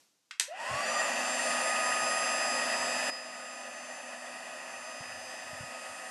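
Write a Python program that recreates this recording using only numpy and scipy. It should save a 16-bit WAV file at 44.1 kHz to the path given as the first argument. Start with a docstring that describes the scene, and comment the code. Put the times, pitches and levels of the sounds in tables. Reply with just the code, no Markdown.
"""In a small room, above a desk, a craft heat gun is switched on.
The switch ticks and snaps as short bursts of coloured noise with room reflections. The motor runs up to about
250 turns a second: its shaft angle drives a five-bladed fan's whine and a brush buzz over a rush of shaped noise.
The strongest tones swell and fade in the room as the speed wanders. Now and then low puffs and thumps of
air buffet the microphone. Halfway through, the gun's sound abruptly steps down."""
import sys
import numpy as np
from scipy import signal
from scipy.fft import rfft, irfft
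from scipy.io import wavfile

SR = 44100
rng = np.random.default_rng(int(sys.argv[2]) if len(sys.argv) > 2 else 0)


def log_audio(samples):
    """Write samples as a 16-bit WAV file to the path given in sys.argv[1]."""
    # one column per channel
    frames = np.atleast_2d(samples).T
    # limit to full scale, then quantise
    limited = np.clip(frames, -1, 1)
    pcm = np.round(limited * 32767).astype(np.int16)
    wavfile.write(sys.argv[1], SR, pcm)


N = 269010
TIME = np.arange(N) / SR
FREQS = np.maximum(np.fft.rfftfreq(N, 1 / SR), 1)  # Hz, kept above 0 for the logarithms

# relative colour of the quiet room: pitch_hz, density_db (per Hz)
QUIET_COLOUR = [(35, -60), (60, -30), (120, -8), (207, -4), (324, -1), (363, -5), (465, -4.5), (1880, -8.5),
                (6330, -4), (13000, -15)]
# relative colour of the air puffs: pitch_hz, density_db (per Hz)
PUFF_COLOUR = [(25, -38), (55, -9), (90, 9), (140, 1), (200, -12), (400, -32), (1000, -70)]
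# air puffs on the microphone: start_s (centre of the swell), level_db (before the low cut), half_length_s
AIR_PUFFS = [(0.741, -46, 0.022), (0.83, -78, 0.072), (1.917, -64, 0.025), (2.037, -67, 0.018),
             (2.54, -68, 0.026), (2.822, -71, 0.054), (4.78, -79, 0.063), (5.12, -62, 0.041),
             (5.28, -70, 0.054), (5.54, -64, 0.059), (5.653, -61, .025), (5.916, -68, 0.02)]
# sharp puffs that land as soft thumps: start_s, peak_db (of the swell), ring_hz
SOFT_THUMPS = [(0.708, -41, 126), (5.003, -43.5, 133), (5.527, -46, 140), (5.603, -39, 119),
               (5.632, -43, 130)]
# relative colour of the switch, before each contact's tilt: pitch_hz, density_db (per Hz)
SNAP_COLOUR = [(100, -52), (315, -27), (730, -22), (1150, -11), (1900, -1.5), (2800, -2), (4500, -0.5),
               (6800, -5), (8400, -3), (11400, -14.5), (13400, -34)]
# switch contacts: start_s, level_db (before envelope and low cut), decay_s, tilt_db (per octave), low_cut_hz
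SWITCH_CONTACTS = [(0.309, -30.5, 0.0041, -6.5, 1120), (0.3968, -12, 0.0027, 1.5, 302),
                   (0.4075, -18, 0.0018, -4.5, 300)]
# the speed the motor heads for, wandering by about one percent: time_s, speed_turns_per_s
TOP_SPEED_CURVE = [(1, 246.6), (1.5, 248.15), (2.3, 248.8), (2.75, 249.45), (3.05, 249.55), (3.4, 249.2),
                   (3.75, 247.95), (4.5, 247.93), (4.75, 248.25), (5, 249.25), (5.75, 250.6), (6.08, 251)]
# relative broad colour of the rushing air: pitch_hz, density_db (per Hz)
AIR_COLOUR = [(60.0, -30), (150.0, -11.5), (200.0, -5.5), (470.0, -5.0), (540.0, 0), (1000.0, -2.7),
              (2900.0, 1.5), (3900.0, -13), (4800.0, -6), (6400.0, -13.5), (7400.0, -8), (10200.0, -16.5),
              (11500.0, -21.5), (12800.0, -40)]
# peaks and hollows that housing and desk add to that colour: pitch_hz, width_hz, gain_db
HOUSING_RESONANCES = [(234, 17, 5.5), (281, 8.9, 6), (522.3, 7.3, 14), (571, 23.3, 6.5), (654.3, 50, 14.5),
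                      (789, 36, 11.5), (862.6, 13.5, 9.5), (927, 7.4, 14.5), (991, 12.3, 11.5),
                      (1119, 65, 7.5), (1282, 27, 7), (1357, 24, 6.5), (1484, 32, 7.5), (1650, 34, 7),
                      (1738, 24, 10), (1848, 29.7, 10.5), (1894, 11.5, 10), (1963, 52, 10), (2180, 30, -6),
                      (2304, 15, -12), (2200, 31, 0), (2606, 79, 8), (2785, 20, 6), (3463, 29, 6.5),
                      (5530, 73, 0), (8200, 170, -1.5), (8980, 46, 7)]
# loudness of the air while the gun is swung round and then held still: time_s, rush_db, hiss_db
AIM_CURVE = [(.8, 1.0, 1.5), (1.5, -.4, 1.5), (1.8, 0.6, -0.2), (2.3, -0.4, 0.0), (4.2, -0.3, -.5),
             (6, -0.7, 0.0)]
# extra tilt of the brush buzz, which is brighter than the air: pitch_hz, gain_db
BRUSH_COLOUR = [(4000, -8), (8000, -4), (12500, -14)]
# steady motor partials: multiple (of the turning rate), level_db (rms relative to the whine's own level)
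SHAFT_PARTIALS = [(1, -51.5), (3, -48), (7, -47), (10, -45.5), (15, -57.5), (19, -53), (21, -60.5),
                  (22, -71), (25, -46.5), (27, -74), (28, -57), (29, -49), (31, -54), (32, -69), (37, -66),
                  (39, -67), (41, -54), (42, -70), (44, -60), (45, -58.5), (48, -68), (50, -75)]
# tones that swell and fade as the speed slides them across the room's peaks and nulls:
# multiple (of the turning rate), onset_turns_per_s, level_db (rms before the gains in standing_tones),
# trend_db_per_s (about mid-scene), loudest_at_turns_per_s (above full speed),
# spacing_turns_per_s (between peaks), reflected_share (0-1)
ROOM_TONES = [(5, 109.4, -44.5, -1.0, -0.39, 2.22, 0.72), (20, 231, -45, -0.9, 0.53, 3.8, 0.44),
              (30, 242, -47, -3.2, -0.3, 1.5, .44), (35, 252, -54, 3.9, 1.6, 3.5, 0),
              (36, 242, -54, -4, -1.4, 3.5, .31), (40, 249, -51, -2.5, -0.33, 2.9, 0.7)]

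# quiet room, with a faint rustle dying away at first: levels in dB, fall in dB per s
QUIET_DB, RUSTLE_DB, RUSTLE_FALL_DB_PER_S = -77, -66.5, 138
# motor and fan; FULL_SPEED, in turns per s, is the reference for every speed ratio
START_S, RUN_UP_S, FULL_SPEED, BLADES = .36, .262, 249, 5
# base level of the rush, before aim, flutter and run-up
AIR_DB = -32.5
# early in the run-up the blade tone sweeps through the resonance of the nozzle
NOZZLE_HZ, NOZZLE_WIDTH_HZ, NOZZLE_DB = 620, 170, 6.5
# the gun is swung aside once and its strongest tones point away from the microphone
SWING_S, SWING_HALF_LENGTH_S, SWING_DB = 1.165, 0.07, -10
# the sound steps down, the bass a little less; the 5 kHz tone falls more slowly
STEP_S, STEP_FALL_S, BASS_STEP_DB, UPPER_STEP_DB = 3.098, .01, -10.5, -11
LINGERING_MULTIPLE, LINGER_S = 20, 0.22
CUTOFF_HZ = 13200


def from_db(db):
    """Decibels to gain."""
    return 10 ** (np.asarray(db) / 20)


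def rms_one(x):
    """Scale to unit power."""
    return x / np.sqrt(np.mean(x ** 2) + 1e-20)


def in_time(rows):
    """Each column of a curve at every sample."""
    s, *columns = np.transpose(rows)
    return [np.interp(TIME, s, c) for c in columns]


def colour(points):
    """A short spectrum in dB, drawn out to every frequency on a log pitch scale."""
    hz, db = np.transpose(points)
    return np.interp(np.log(FREQS), np.log(hz), db)


def noise(spectrum_db):
    """Unit-power noise of the given colour."""
    spectrum = rfft(rng.standard_normal(N)) * from_db(spectrum_db)
    return rms_one(irfft(spectrum, N))


def drift(rate_hz):
    """Slow random wandering of spread 1, drawn at every 50th sample."""
    count = N // 50 + 2
    hz = np.fft.rfftfreq(count, 50 / SR)
    spectrum = rfft(rng.standard_normal(count)) / (1 + (hz / rate_hz) ** 2)
    slow = rms_one(irfft(spectrum, count))
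    return np.interp(np.arange(N) / 50, np.arange(count), slow)


def butter(x, hz, kind, order=2):
    """Causal low- or high-pass."""
    return signal.sosfilt(signal.butter(order, hz, kind, fs=SR, output="sos"), x)


def quiet_room():
    """The room's own faint noise and the end of a rustle."""
    level = from_db(QUIET_DB) + from_db(RUSTLE_DB - RUSTLE_FALL_DB_PER_S * TIME)
    return level * noise(colour(QUIET_COLOUR))


def puffs(low_cut_hz=50):
    """Short swells of low rumble where the air stream meets the microphone."""
    swell = np.zeros(N)
    for start_s, level_db, half_length_s in AIR_PUFFS:
        swell += from_db(level_db) * np.exp(-.5 * ((TIME - start_s) / half_length_s) ** 2)
    return butter(swell * noise(colour(PUFF_COLOUR)), low_cut_hz, "high")


def thumps(swell_s=0.0067):
    """A sharp puff shakes the microphone for two or three low cycles."""
    out = np.zeros(N)
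    for start_s, peak_db, ring_hz in SOFT_THUMPS:
        age = np.maximum(TIME - start_s, 0)
        swell = (age / swell_s * np.exp(1 - age / swell_s)) ** 3
        out += from_db(peak_db) * swell * np.sin(2 * np.pi * ring_hz * age)
    return out


def switch(rise_s=0.0011, pivot_hz=4000):
    """Each contact is a brief crack of the plastic shell, which is too small to radiate bass."""
    out = np.zeros(N)
    for start_s, level_db, decay_s, tilt_db, low_cut_hz in SWITCH_CONTACTS:
        age = np.maximum(TIME - start_s, 0)
        blow = (1 - np.exp(-(age / rise_s) ** 2)) * np.exp(-age / decay_s)
        crack = blow * noise(colour(SNAP_COLOUR) + tilt_db * np.log2(FREQS / pivot_hz))
        out += from_db(level_db) * butter(crack, low_cut_hz, "high", order=4)
    return out


def room(x, wet_db=-4.5, low_t60_s=0.24, high_t60_s=0.21, split_hz=3500, first_s=0.0053):
    """Dense reflections from desk and walls; the treble dies first."""
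    scatter = rng.standard_normal(N) * (TIME > first_s)
    tail = butter(scatter, split_hz, "low", order=3) * from_db(-60 * TIME / low_t60_s)
    tail += butter(scatter, split_hz, "high", order=3) * from_db(-60 * TIME / high_t60_s)
    tail = tail / np.linalg.norm(tail)
    return x + from_db(wet_db) * signal.fftconvolve(x, tail)[:N]


def motor_speed(wobble=0.00034):
    """Turns per second: a quick rise that levels off as drag catches up with the motor."""
    since_start = np.maximum(TIME - START_S, 1 / SR)  # never quite still, so ratios stay above 0
    run_up = np.tanh(since_start / RUN_UP_S)
    return in_time(TOP_SPEED_CURVE)[0] * run_up * (1 + wobble * drift(5.4))


def build_up(speed, onset, sharpness, growth):
    """Gain of a sound that breaks out around an onset speed, then grows as a power of the speed."""
    opened = (1 + np.tanh(sharpness / 2 * np.log(speed / onset))) / 2
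    return np.sqrt(opened) * (speed / FULL_SPEED) ** growth


def housing():
    """Gain in dB at every frequency for sound made inside the gun."""
    gain_db = colour(AIR_COLOUR)
    for hz, width_hz, db in HOUSING_RESONANCES:
        gain_db = gain_db + db * np.exp(-.5 * ((FREQS - hz) / width_hz) ** 2)
    return gain_db


def rush(angle, speed, bass_hz=380, split_hz=3400, low_cut_hz=95, bass_growth=1.5, flutter_db=.5):
    """Turbulence sounds through the housing; bass and hiss need more speed, and the hiss pulses once a turn."""
    air = butter(noise(housing()), low_cut_hz, "high", order=3)
    rush_db, hiss_db = in_time(AIM_CURVE)
    body = butter(air, split_hz, "low", order=7)
    bass = butter(body, bass_hz, "low", order=3) * (speed / FULL_SPEED) ** bass_growth
    body = butter(body, bass_hz, "high", order=3) + bass
    body = body * from_db(rush_db) * build_up(speed, onset=176, sharpness=7.8, growth=2.43)
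    pulsing = 1 + .35 * np.cos(angle)
    hiss = butter(air, split_hz, "high", order=7) * pulsing
    hiss = hiss * from_db(hiss_db) * build_up(speed, onset=176, sharpness=22, growth=2.7)
    return (body + hiss) * from_db(AIR_DB + flutter_db * drift(19))


def swirl(angle, speed, level_db=-53.0, width_hz=70, rise_db=1.0):
    """Until the fan is up to speed its blades churn the air: blurred bands rise through the resonances."""
    bands = 0
    for k in range(1, 10):  # multiples of the blade rate; rise_db is per octave
        phase = k * BLADES * angle
        blurred = drift(width_hz) * np.cos(phase) + drift(width_hz) * np.sin(phase)
        bands += from_db(rise_db * np.log2(k)) * blurred
    housed = irfft(rfft(bands) * from_db(housing()), N)
    housed = butter(housed, 390, "high", order=3)
    slip = np.sqrt(np.clip(.99 - speed / FULL_SPEED, 0, 1))
    return from_db(level_db) * build_up(speed, onset=150, sharpness=4.2, growth=1.5) * slip * housed


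def fraying(speed, most=0.78, reach=0.018):
    """Extra roughness of the tones for as long as the fan is short of 99 percent of full speed."""
    return most * np.tanh(np.maximum(.99 - speed / FULL_SPEED, 0) / reach)


def partial(angle, multiple, sway_db, rough, scatter=1.7):
    """One motor tone, loosely in step with the shaft; it sways, and uneven inflow frays it into a narrow skirt."""
    phase = multiple * angle + scatter * rng.standard_normal()
    tone = (1 + rough * drift(8.7)) * np.cos(phase) + rough * drift(22) * np.sin(phase)
    level = np.sqrt(.5 + rough ** 2)  # rms of the frayed tone
    return tone / level * from_db(sway_db * drift(0.87))


def brushes(angle, speed, level_db=-49.0, growth=4.2):
    """The commutator adds a faint buzz on all the high multiples, coloured by the housing."""
    buzz = sum(partial(angle, k, sway_db=3.5, rough=.1) for k in range(17, 53))
    buzz = irfft(rfft(buzz) * from_db(housing() + colour(BRUSH_COLOUR)), N)
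    return from_db(level_db) * rms_one(buzz) * (speed / FULL_SPEED) ** growth


def whine(angle, speed, steady_db=-.5, growth=12.0):
    """Steady shaft partials, which only emerge near full speed."""
    rough = 0.12 + fraying(speed)
    steady = np.zeros(N)
    for multiple, level_db in SHAFT_PARTIALS:
        steady += from_db(level_db) * partial(angle, round(multiple), sway_db=2.0, rough=rough)
    return from_db(steady_db) * steady * (speed / FULL_SPEED) ** growth


def stepped(db, fall_s):
    """A gain that eases from 1 to a lower level from the moment of the step."""
    done = np.clip((TIME - STEP_S) / fall_s, 0, 1)
    return from_db(db * np.sin(np.pi / 2 * done) ** 2)


def step_down(x, split_hz=400):
    """The level falls abruptly and stays low."""
    bass = butter(x, split_hz, "low", order=3) * stepped(BASS_STEP_DB, STEP_FALL_S)
    upper = butter(x, split_hz, "high", order=3) * stepped(UPPER_STEP_DB, STEP_FALL_S)
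    return bass + upper


def standing_tones(angle, speed, growth=1.1, sharpness=70, settling=12):
    """Each tone sets in at its own speed and meets its reflection once the pitch has nearly settled."""
    out = 0
    ratio = speed / FULL_SPEED
    rough = 0.11 + fraying(speed)
    swing_db = SWING_DB * np.exp(-.5 * ((TIME - SWING_S) / SWING_HALF_LENGTH_S) ** 2)
    for multiple, onset, level_db, trend_db, loudest_at, spacing, share in ROOM_TONES:
        k = round(multiple)
        # direct sound and reflection add or cancel as the speed moves
        turn = np.exp(2j * np.pi * (speed - FULL_SPEED - loudest_at) / spacing)
        reflection = share * np.minimum(ratio, 1) ** settling * turn
        nozzle_db = NOZZLE_DB / (1 + ((k * speed - NOZZLE_HZ) / NOZZLE_WIDTH_HZ) ** 2)
        gain = from_db(level_db + nozzle_db + swing_db + trend_db * (TIME - TIME.mean()))
        gain = gain * np.abs(1 + reflection) * build_up(speed, onset, sharpness, growth)
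        fall_s = LINGER_S if k == LINGERING_MULTIPLE else STEP_FALL_S
        gain = gain * stepped(UPPER_STEP_DB, fall_s)
        out = out + gain * partial(angle, k, sway_db=.8, rough=rough)
    return out


def scene():
    """The quiet room, the puffs, the switch and the running gun."""
    background = quiet_room() + puffs() + thumps() + room(switch())
    speed = motor_speed()
    angle = 2 * np.pi * np.cumsum(speed) / SR  # shaft angle in radians
    air = rush(angle, speed) + swirl(angle, speed)
    motor = brushes(angle, speed) + whine(angle, speed)
    gun = step_down(air + motor) + standing_tones(angle, speed)
    return (background + gun)[None]


def record(dry):
    """A steep elliptic low-pass cuts the top."""
    return signal.sosfilt(signal.ellip(10, .2, 80, CUTOFF_HZ, fs=SR, output="sos"), dry)


dry = scene()
out = record(dry)
log_audio(out)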